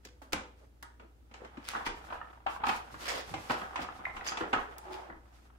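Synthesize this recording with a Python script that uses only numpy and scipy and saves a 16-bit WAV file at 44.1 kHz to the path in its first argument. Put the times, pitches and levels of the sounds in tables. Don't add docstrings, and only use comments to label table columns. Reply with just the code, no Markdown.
import sys
import numpy as np
from scipy import signal
from scipy.fft import rfft, irfft, next_fast_len
from scipy.io import wavfile
from scipy.ndimage import map_coordinates

SR = 44100
rng = np.random.default_rng(int(sys.argv[2]) if len(sys.argv) > 2 else 0)


def inscribe(sig):
    pcm = np.round(np.clip(np.atleast_2d(sig).T, -1, 1) * 32767)
    wavfile.write(sys.argv[1], SR, pcm.astype(np.int16))


N = 246078
TIME_S = np.arange(N) / SR
RING_S = np.arange(SR // 5) / SR

# start_s, shell_db, thud_re_shell_db, snap_re_shell_db
FRAME_BLOWS = [(0.049, -52, 6.5, 8), (0.218, -47.5, 1, -31), (0.332, -28, -5.5, -15.5),
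               (0.825, -42, -12, -33), (0.996, -47.5, -4.5, -18), (1.311, -52.5, 2.5, -14),
               (1.338, -45, -9, -6.5), (1.446, -44, -4, -13.5), (1.57, -43.5, 1, -17),
               (1.733, -33, -19, -33), (1.748, -28, -11.5, -47), (1.763, -34, -10, -19),
               (1.862, -27, -5.5, -13), (2.101, -37.5, -19, -28), (2.124, -33.5, -15.5, -28.5),
               (2.464, -25, -18.5, -27), (2.636, -24.5, -25, -30), (2.667, -26, -8, -23),
               (2.689, -21, -13.5, -22), (2.941, -40.5, -5, -26), (3.085, -38, -8, 7),
               (3.338, -33, -3.5, -10.5), (3.496, -25, -5, -21.5), (3.505, -23, -7.5, -36),
               (3.615, -32, -7.5, -31), (3.756, -29, -16, -14), (3.791, -33, -1.5, -36),
               (3.815, -37.5, -5.5, -10.5), (4.164, -34.5, -14, -18), (4.318, -30, -22, -26),
               (4.371, -31, -30, -10), (4.406, -27.5, -3, -35), (4.529, -22, -6.5, -18),
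               (4.534, -21.5, -11.5, -49), (5.098, -40.5, -1.5, -64)]
# freq_hz, level_db, t60_s
SHELL_MODES = [(247, -5.5, 0.03), (344.5, -5.5, 0.021), (497, -21, 0.24), (780.5, 12, 0.019),
               (922.4, -3, 0.07), (982, -12.5, 0.29), (1270, -3.5, 0.096), (1430, -31, 0.054),
               (1767, -16, 0.073)]
# freq_hz, density_db
PLASTIC_SPECTRUM = [(80, -22.5), (270, -8.5), (480, -10), (850, 2.5), (1300, 4.5), (2000, 7.5), (3500, -6),
                    (5200, -3), (8000, -8), (14000, -18)]
# low_hz, high_hz, level_db, swell_s, side_db
BLOW_BANDS = [(79.3, 378, -10, 0.0052, -10.5), (560, 1766, -8.5, 0.0038, 1.5),
              (1452, 3460, -3.5, 0.0034, 2), (3640, 8350, -12, 0.0037, 1.5)]
def frame_blows(modes_db=-9, grip_detune=0.0184, spread_db=6.1):
    out = np.zeros((2, N))
    hz, mode_db, t60_s = np.transpose(SHELL_MODES)[..., None]
    for start_s, shell_db, thud_db, snap_db in FRAME_BLOWS:
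        clack_db = -2 + 0.32 * snap_db
        shares_db = [thud_db, 0, clack_db, snap_db]
        phase = rng.uniform(0, 2 * np.pi, (2, len(SHELL_MODES), 1))
        pitch_hz = hz * (1 + grip_detune * rng.standard_normal(hz.shape))
        strength = amp(modes_db + mode_db + rng.normal(0, spread_db, hz.shape))
        decay = amp(-60 * RING_S / t60_s)
        modes = np.sum(strength * decay * np.sin(2 * np.pi * pitch_hz * RING_S + phase), axis=1)
        dense = coloured(rng.standard_normal((2, len(RING_S))), PLASTIC_SPECTRUM)
        for (low_hz, high_hz, band_db, swell_s, side_db), share_db in zip(BLOW_BANDS, shares_db):
            age = RING_S / swell_s
            ring = modes * (1 - np.exp(-age)) + dense * age * np.exp(1 - age)
            bandpass = signal.butter(3, [low_hz, high_hz], "band", fs=SR, output="sos")
            ring = signal.sosfilt(bandpass, ring)
            ring /= np.std(ring[:, :SR // 80], axis=1, keepdims=True)
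            add(out, start_s, ring * amp(shell_db + share_db + band_db) * mid_side(side_db))
    return out


# start_s, level_db, pitch_hz, t60_s
CONTACT_TOCKS = [(0.3308, -11.5, 4880, 0.0056), (0.333, -45, 79, 0.35), (0.3317, -20.5, 340, 0.018),
                 (1.42, -25.5, 473, 0.011), (1.578, -32, 287, 0.048), (2.463, -20.5, 777, 0.046),
                 (2.635, -21, 881, 0.044), (3.339, -29.5, 762, 0.057), (3.503, -32, 251, 0.1),
                 (3.506, -30.5, 988, 0.16), (4.372, -22.5, 3390, 0.011), (4.408, -30, 331, 0.11)]
def contact_tocks():
    out = np.zeros(N)
    for start_s, level_db, pitch_hz, t60_s in CONTACT_TOCKS:
        add(out, start_s, amp(level_db) * ping(pitch_hz, t60_s, attack_s=0.0017))
    return out * mid_side(-6)


# start_s, level_db, t60_s, tilt_db_per_octave
LATCH_SNAPS = [(0.050, -54, 0.033, 11), (0.218, -61.5, 0.18, 2), (0.3228, -38.5, 0.048, 0),
               (0.3311, -22, 0.022, -1), (0.826, -45, 0.035, 3.5), (1.687, -25.5, 0.012, 1),
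               (2.763, -49, 0.027, 4), (3.085, -39, 0.01, 3.5), (3.161, -32, 0.0083, -0.5),
               (4.782, -41, 0.02, 8)]
# freq_hz, density_db
CRACK_SPECTRUM = [(200, 7), (600, -1), (1500, 5), (4000, 0), (6000, -4), (10000, -9), (15000, -14)]
def latch_snaps(attack_s=0.0005):
    out = np.zeros((2, N))
    rise = 1 - np.exp(-RING_S / attack_s)
    for start_s, level_db, t60_s, tilt in LATCH_SNAPS:
        spectrum = [(hz, db + tilt * np.log2(hz)) for hz, db in CRACK_SPECTRUM]
        crack = coloured(rng.standard_normal((2, len(RING_S))), spectrum)
        add(out, start_s, crack * rise * amp(level_db - 60 * RING_S / t60_s))
    return out


# start_s, level_db, pitch_hz
RIM_TAPS = [(0.217, -40, 855), (0.829, -42, 1470), (1.418, -41.5, 850), (1.808, -25.5, 1080),
            (2.124, -23.5, 926), (2.155, -32, 1000), (2.214, -26.5, 1320), (2.375, -44, 955),
            (2.563, -27, 1120), (2.643, -21.5, 1096), (2.942, -33.5, 1150), (3.073, -33, 1760),
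            (3.119, -27, 935), (3.293, -37, 816), (3.339, -26.5, 814), (3.507, -30, 1120),
            (3.732, -35.5, 1115), (3.757, -22.5, 1120), (3.847, -29, 1250), (3.888, -26, 1260),
            (4.052, -28.5, 1770), (4.068, -28, 1000), (4.210, -30.5, 1850), (4.562, -20.5, 1170),
            (4.587, -23, 1035)]
# pitch_ratio, level_db
RIM_MODES = [(.72, -4.5), (1, 0), (1.37, -8), (2.1, -20)]
def rim_taps(t60_s=0.017, attack_s=0.0012, detune=0.033):
    out = np.zeros((2, N))
    for start_s, level_db, pitch_hz in RIM_TAPS:
        for ratio, mode_db in RIM_MODES:
            mode_hz = pitch_hz * ratio * (1 + detune * rng.standard_normal((2, 1)))
            polarity = rng.choice([-1, 1], (2, 1))
            add(out, start_s, amp(level_db + mode_db) * polarity * ping(mode_hz, t60_s, attack_s))
    return out * mid_side(-4)


# centre_s, length_s, level_db
LEG_SCRAPES = [(0.072, 0.051, -62), (1.697, 0.092, -50.5), (1.87, 0.03, -43.5), (2.681, 0.046, -41.5),
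               (3.088, 0.083, -41.5), (3.171, 0.082, -45.5), (3.521, 0.05, -43), (3.823, 0.038, -49.5),
               (4.282, 0.054, -41), (4.94, 0.031, -49)]
# freq_hz, density_db
SCRAPE_SPECTRUM = [(300, -7), (1200, 5.5), (2500, 4), (3800, -0.5), (5200, -3.5), (7000, -9.5), (9500, -13),
                   (15000, -18)]
# freq_hz, level_db, t60_s
STEEL_MODES = [(3354, -4, 0.037), (4770, -9.5, 0.014), (4920, -5.5, 0.021), (5310, -4, 0.022),
               (6630, -7.5, 0.015)]
def leg_scrapes():
    pressure = sum(amp(db) * stroke(centre_s, length_s) for centre_s, length_s, db in LEG_SCRAPES)
    slips = coloured(grains(rate_per_s=720, spread_db=4, t60_s=0.01), SCRAPE_SPECTRUM)
    return pressure * through_body(slips, STEEL_MODES, body_db=5)


# centre_s, length_s, level_db, pitch_hz
JOINT_RASPS = [(4.056, 0.0062, -32.5, 2002), (4.279, 0.008, -39, 6400), (4.284, 0.042, -43.5, 4950),
               (4.298, 0.057, -55, 6670), (4.92, 0.21, -53, 850), (4.921, 0.1, -49, 357),
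               (5.105, 0.067, -56.5, 336)]
def joint_rasps(q=8):
    out = np.zeros((2, N))
    slips = grains(rate_per_s=900, spread_db=3, t60_s=0.0084)
    for centre_s, length_s, level_db, hz in JOINT_RASPS:
        pressure = stroke(centre_s, length_s)
        ring = pressure * filtered(slips, lambda f: (1j * f * hz / (q * (hz**2 - f**2) + 1j * f * hz)) ** 2)
        ring /= np.linalg.norm(ring, axis=1, keepdims=True) / np.linalg.norm(pressure)
        out += amp(level_db) * ring * mid_side(along(STEREO_WIDTH, hz))
    return out


# time_s, level_db
WALKER_MOTION = [(1.25, -79), (1.37, -61), (1.49, -60.5), (1.89, -55.5), (2.12, -49), (2.32, -55.5),
                 (2.5, -68.5), (2.64, -42), (2.88, -56), (3.47, -54), (3.7, -46.5), (3.99, -48),
                 (4.12, -50.5), (4.46, -45.5), (4.66, -51.5), (4.95, -53.5), (5.19, -64.5), (5.58, -66)]
# freq_hz, density_db
RATTLE_SPECTRUM = [(200, -0.5), (500, -1.5), (850, -2.5), (1300, 4), (2200, -6.5), (3500, -13), (7000, -60),
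                   (15000, -50)]
def loose_rattle(level_db=-3.5, jolt_db=-23, rise_s=0.027, settle_t60_s=0.37):
    jolts = np.zeros(N)
    settle = held(0, rise_s, rise_s, settle_t60_s)[:SR]
    for start_s, shell_db, *_ in FRAME_BLOWS:
        add(jolts, start_s, amp(shell_db + jolt_db) * settle)
    shaking = np.hypot(gain_curve(WALKER_MOTION), jolts)
    chatter = coloured(grains(rate_per_s=220, spread_db=3, t60_s=0.05), RATTLE_SPECTRUM)
    return amp(level_db) * shaking * through_body(chatter, SHELL_MODES, body_db=-0.5)


# start_s, length_s, level_db
CLOTH_SLIDES = [(0.56, 0.087, -68.5), (1.678, 0.155, -60.5), (1.949, 0.2, -64.5), (2.476, 0.089, -58),
                (2.652, 0.11, -57.5), (2.905, 0.09, -57.5), (2.991, 0.6, -54), (3.784, 0.041, -61),
                (4.877, 0.14, -63.5), (5.314, 0.16, -71.5)]
# freq_hz, density_db
CLOTH_SPECTRUM = [(500, 5.5), (2000, 1.5), (3500, -1.5), (5100, -2.5), (7000, -6), (10000, -10),
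                  (13500, -13), (16000, -24)]
def cloth_rustle(brush_db=-17.5, flutter_db=4):
    slides = sum(amp(db) * held(start_s, length_s, attack_s=0.035, t60_s=0.15)
                 for start_s, length_s, db in CLOTH_SLIDES)
    brushing = amp(brush_db) * gain_curve(WALKER_MOTION)
    flutter = amp(flutter_db * wobble(20.88))
    return np.hypot(brushing, slides) * flutter * coloured(rng.standard_normal((2, N)), CLOTH_SPECTRUM)


# centre_s, length_s, level_db, pitch_hz
SOFT_RUBS = [(0.634, 0.082, -66, 430), (1.04, 0.055, -61.5, 318), (1.442, 0.073, -53.5, 445),
             (2.956, 0.054, -54, 125), (3.162, 0.16, -43.5, 496), (3.338, 0.13, -48.5, 104),
             (4.48, 0.45, -53, 423), (4.96, 0.27, -51.5, 660)]
def soft_rubs():
    out = np.zeros((2, N))
    friction = grains(rate_per_s=220, spread_db=0.5, t60_s=0.13)
    for centre_s, length_s, level_db, hz in SOFT_RUBS:
        spectrum = [(hz / 16, -52), (hz / 4, -26), (hz, 0), (hz * 4, -20), (hz * 32, -60)]
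        out += amp(level_db) * stroke(centre_s, length_s) * coloured(friction, spectrum)
    return out


# start_s, level_db
FLOOR_THUMPS = [(0.34, -42), (1.87, -34), (2.13, -46), (4.138, -40), (4.57, -38), (5.13, -45)]
def floor_thumps(pitch_hz=29, t60_s=0.32):
    out = np.zeros(N)
    bounce = ping(pitch_hz, t60_s, attack_s=0.028) * (1 - RING_S / RING_S[-1])
    for start_s, level_db in FLOOR_THUMPS:
        add(out, start_s, amp(level_db) * bounce)
    return out * mid_side(-16)


# freq_hz, rms_db
HUM_PARTIALS = [(59.4, -59.5), (118.6, -76.5)]
def appliance_hum(drift_rad=0.16):
    hum = sum(amp(db) * np.sqrt(2) * np.sin(2 * np.pi * hz * TIME_S + drift_rad * wobble(8.5))
              for hz, db in HUM_PARTIALS)
    return hum * mid_side(-18)


# freq_hz, density_db
AIR_SPECTRUM = [(25, -20), (80, -2.5), (150, -16.5), (300, -13.5), (1000, -30.5), (3600, -38.5),
                (13500, -45), (16000, -46)]
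def room_air(level_db=-66):
    return amp(level_db) * coloured(rng.standard_normal((2, N)), AIR_SPECTRUM)


# freq_hz, t60_s
ROOM_DECAY = [(150, 0.14), (400, 0.54), (1000, 0.37), (3000, 0.37), (8000, 0.32), (15000, 0.03)]
def room_echo(x, delay_s=0.0034, build_s=0.00042):
    out = np.zeros((2, N))
    hop = SR // 5
    for start in range(0, N, hop):
        hz, t, noise = signal.stft(rng.standard_normal((2, SR // 2)), SR, nperseg=256)
        decay = amp(-60 * t / along(ROOM_DECAY, hz)[:, None])
        tail = signal.istft(noise * decay, SR, nperseg=256)[1]
        tail *= 1 - np.exp(-np.maximum(TIME_S[:tail.shape[1]] - delay_s, 0) / build_s)
        piece = x[:, start:start + 2 * hop]
        window = np.sin(np.pi * np.arange(piece.shape[1]) / (2 * hop))
        add(out, start / SR, signal.fftconvolve(piece * window, tail / np.linalg.norm(tail[0]), axes=1))
    return out


# freq_hz, side_re_mid_db
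STEREO_WIDTH = [(60, -9), (200, -9), (400, -1), (700, -1), (1300, 3), (4000, 0)]
def coloured(x, spectrum):
    pair = filtered(x, lambda hz: amp([along(spectrum, hz), along(spectrum, hz) + along(STEREO_WIDTH, hz)]))
    return pair / np.std(pair[0])


def through_body(x, modes, body_db):
    def response(f):
        ring = sum(amp(db) / (1 + 2j * np.pi * (f - hz) * t60_s / np.log(1000)) for hz, db, t60_s in modes)
        return 1 + amp(body_db) * ring
    pair = filtered(x, response)
    return pair / np.std(pair[0])


def grains(rate_per_s, spread_db, t60_s):
    onsets = rng.random(N) < rate_per_s / SR
    contacts = onsets * amp(spread_db * np.clip(rng.standard_normal(N), -2, 2))
    power = signal.fftconvolve(contacts ** 2, amp(-120 * RING_S / t60_s))[:N]
    return np.sqrt(np.abs(power)) * rng.standard_normal((2, N))


def ping(hz, t60_s, attack_s):
    return np.sin(2 * np.pi * hz * RING_S) * amp(-60 * RING_S / t60_s) * (1 - np.exp(-RING_S / attack_s))


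def stroke(centre_s, length_s):
    return np.exp(-np.minimum((2 * (TIME_S - centre_s) / length_s) ** 2, 30))


def held(start_s, length_s, attack_s, t60_s):
    t = TIME_S - start_s
    return np.clip(t / attack_s, 0, 1) * amp(-60 * np.clip((t - length_s) / t60_s, 0, 2))


def wobble(knots_per_s):
    return map_coordinates(rng.standard_normal(int(N * knots_per_s / SR) + 4), [TIME_S * knots_per_s])


def gain_curve(points):
    return amp(np.interp(TIME_S, *np.transpose(points)))


def along(points, hz):
    freq_hz, values = np.transpose(points)
    return np.interp(np.log(hz + 1), np.log(freq_hz), values)


def filtered(x, response):
    n = x.shape[-1]
    padded = next_fast_len(n + 8192)
    return irfft(rfft(x, padded) * response(np.fft.rfftfreq(padded, 1 / SR)), padded)[..., :n]


def amp(db):
    return 10 ** (np.asarray(db) / 20)


def mid_side(side_db):
    return amp([[0], [side_db]])


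def add(track, start_s, sound):
    part = track[..., max(round(start_s * SR), 0):][..., :sound.shape[-1]]
    part += sound[..., :part.shape[-1]]


def scene(balance_db=0.5):
    front = frame_blows() + leg_scrapes() + joint_rasps()
    back = frame_blows() + amp(-4) * latch_snaps()
    near = contact_tocks() + latch_snaps()
    taps = rim_taps()
    echo = room_echo(amp(-7) * (front + taps) + amp(-15) * near) + room_echo(amp(-6) * back)
    handling = soft_rubs() + loose_rattle() + cloth_rustle() + floor_thumps()
    mid, side = front + near + taps + echo + handling + appliance_hum() + room_air()
    return np.array([mid + side, mid - side]) * amp([[-balance_db], [balance_db]])


def record(dry):
    cutoff_hz, transition_hz = 15850, 400
    return filtered(dry, lambda hz: np.clip((cutoff_hz - hz) / transition_hz + 0.5, 0, 1))


dry = scene()
out = record(dry)
inscribe(out)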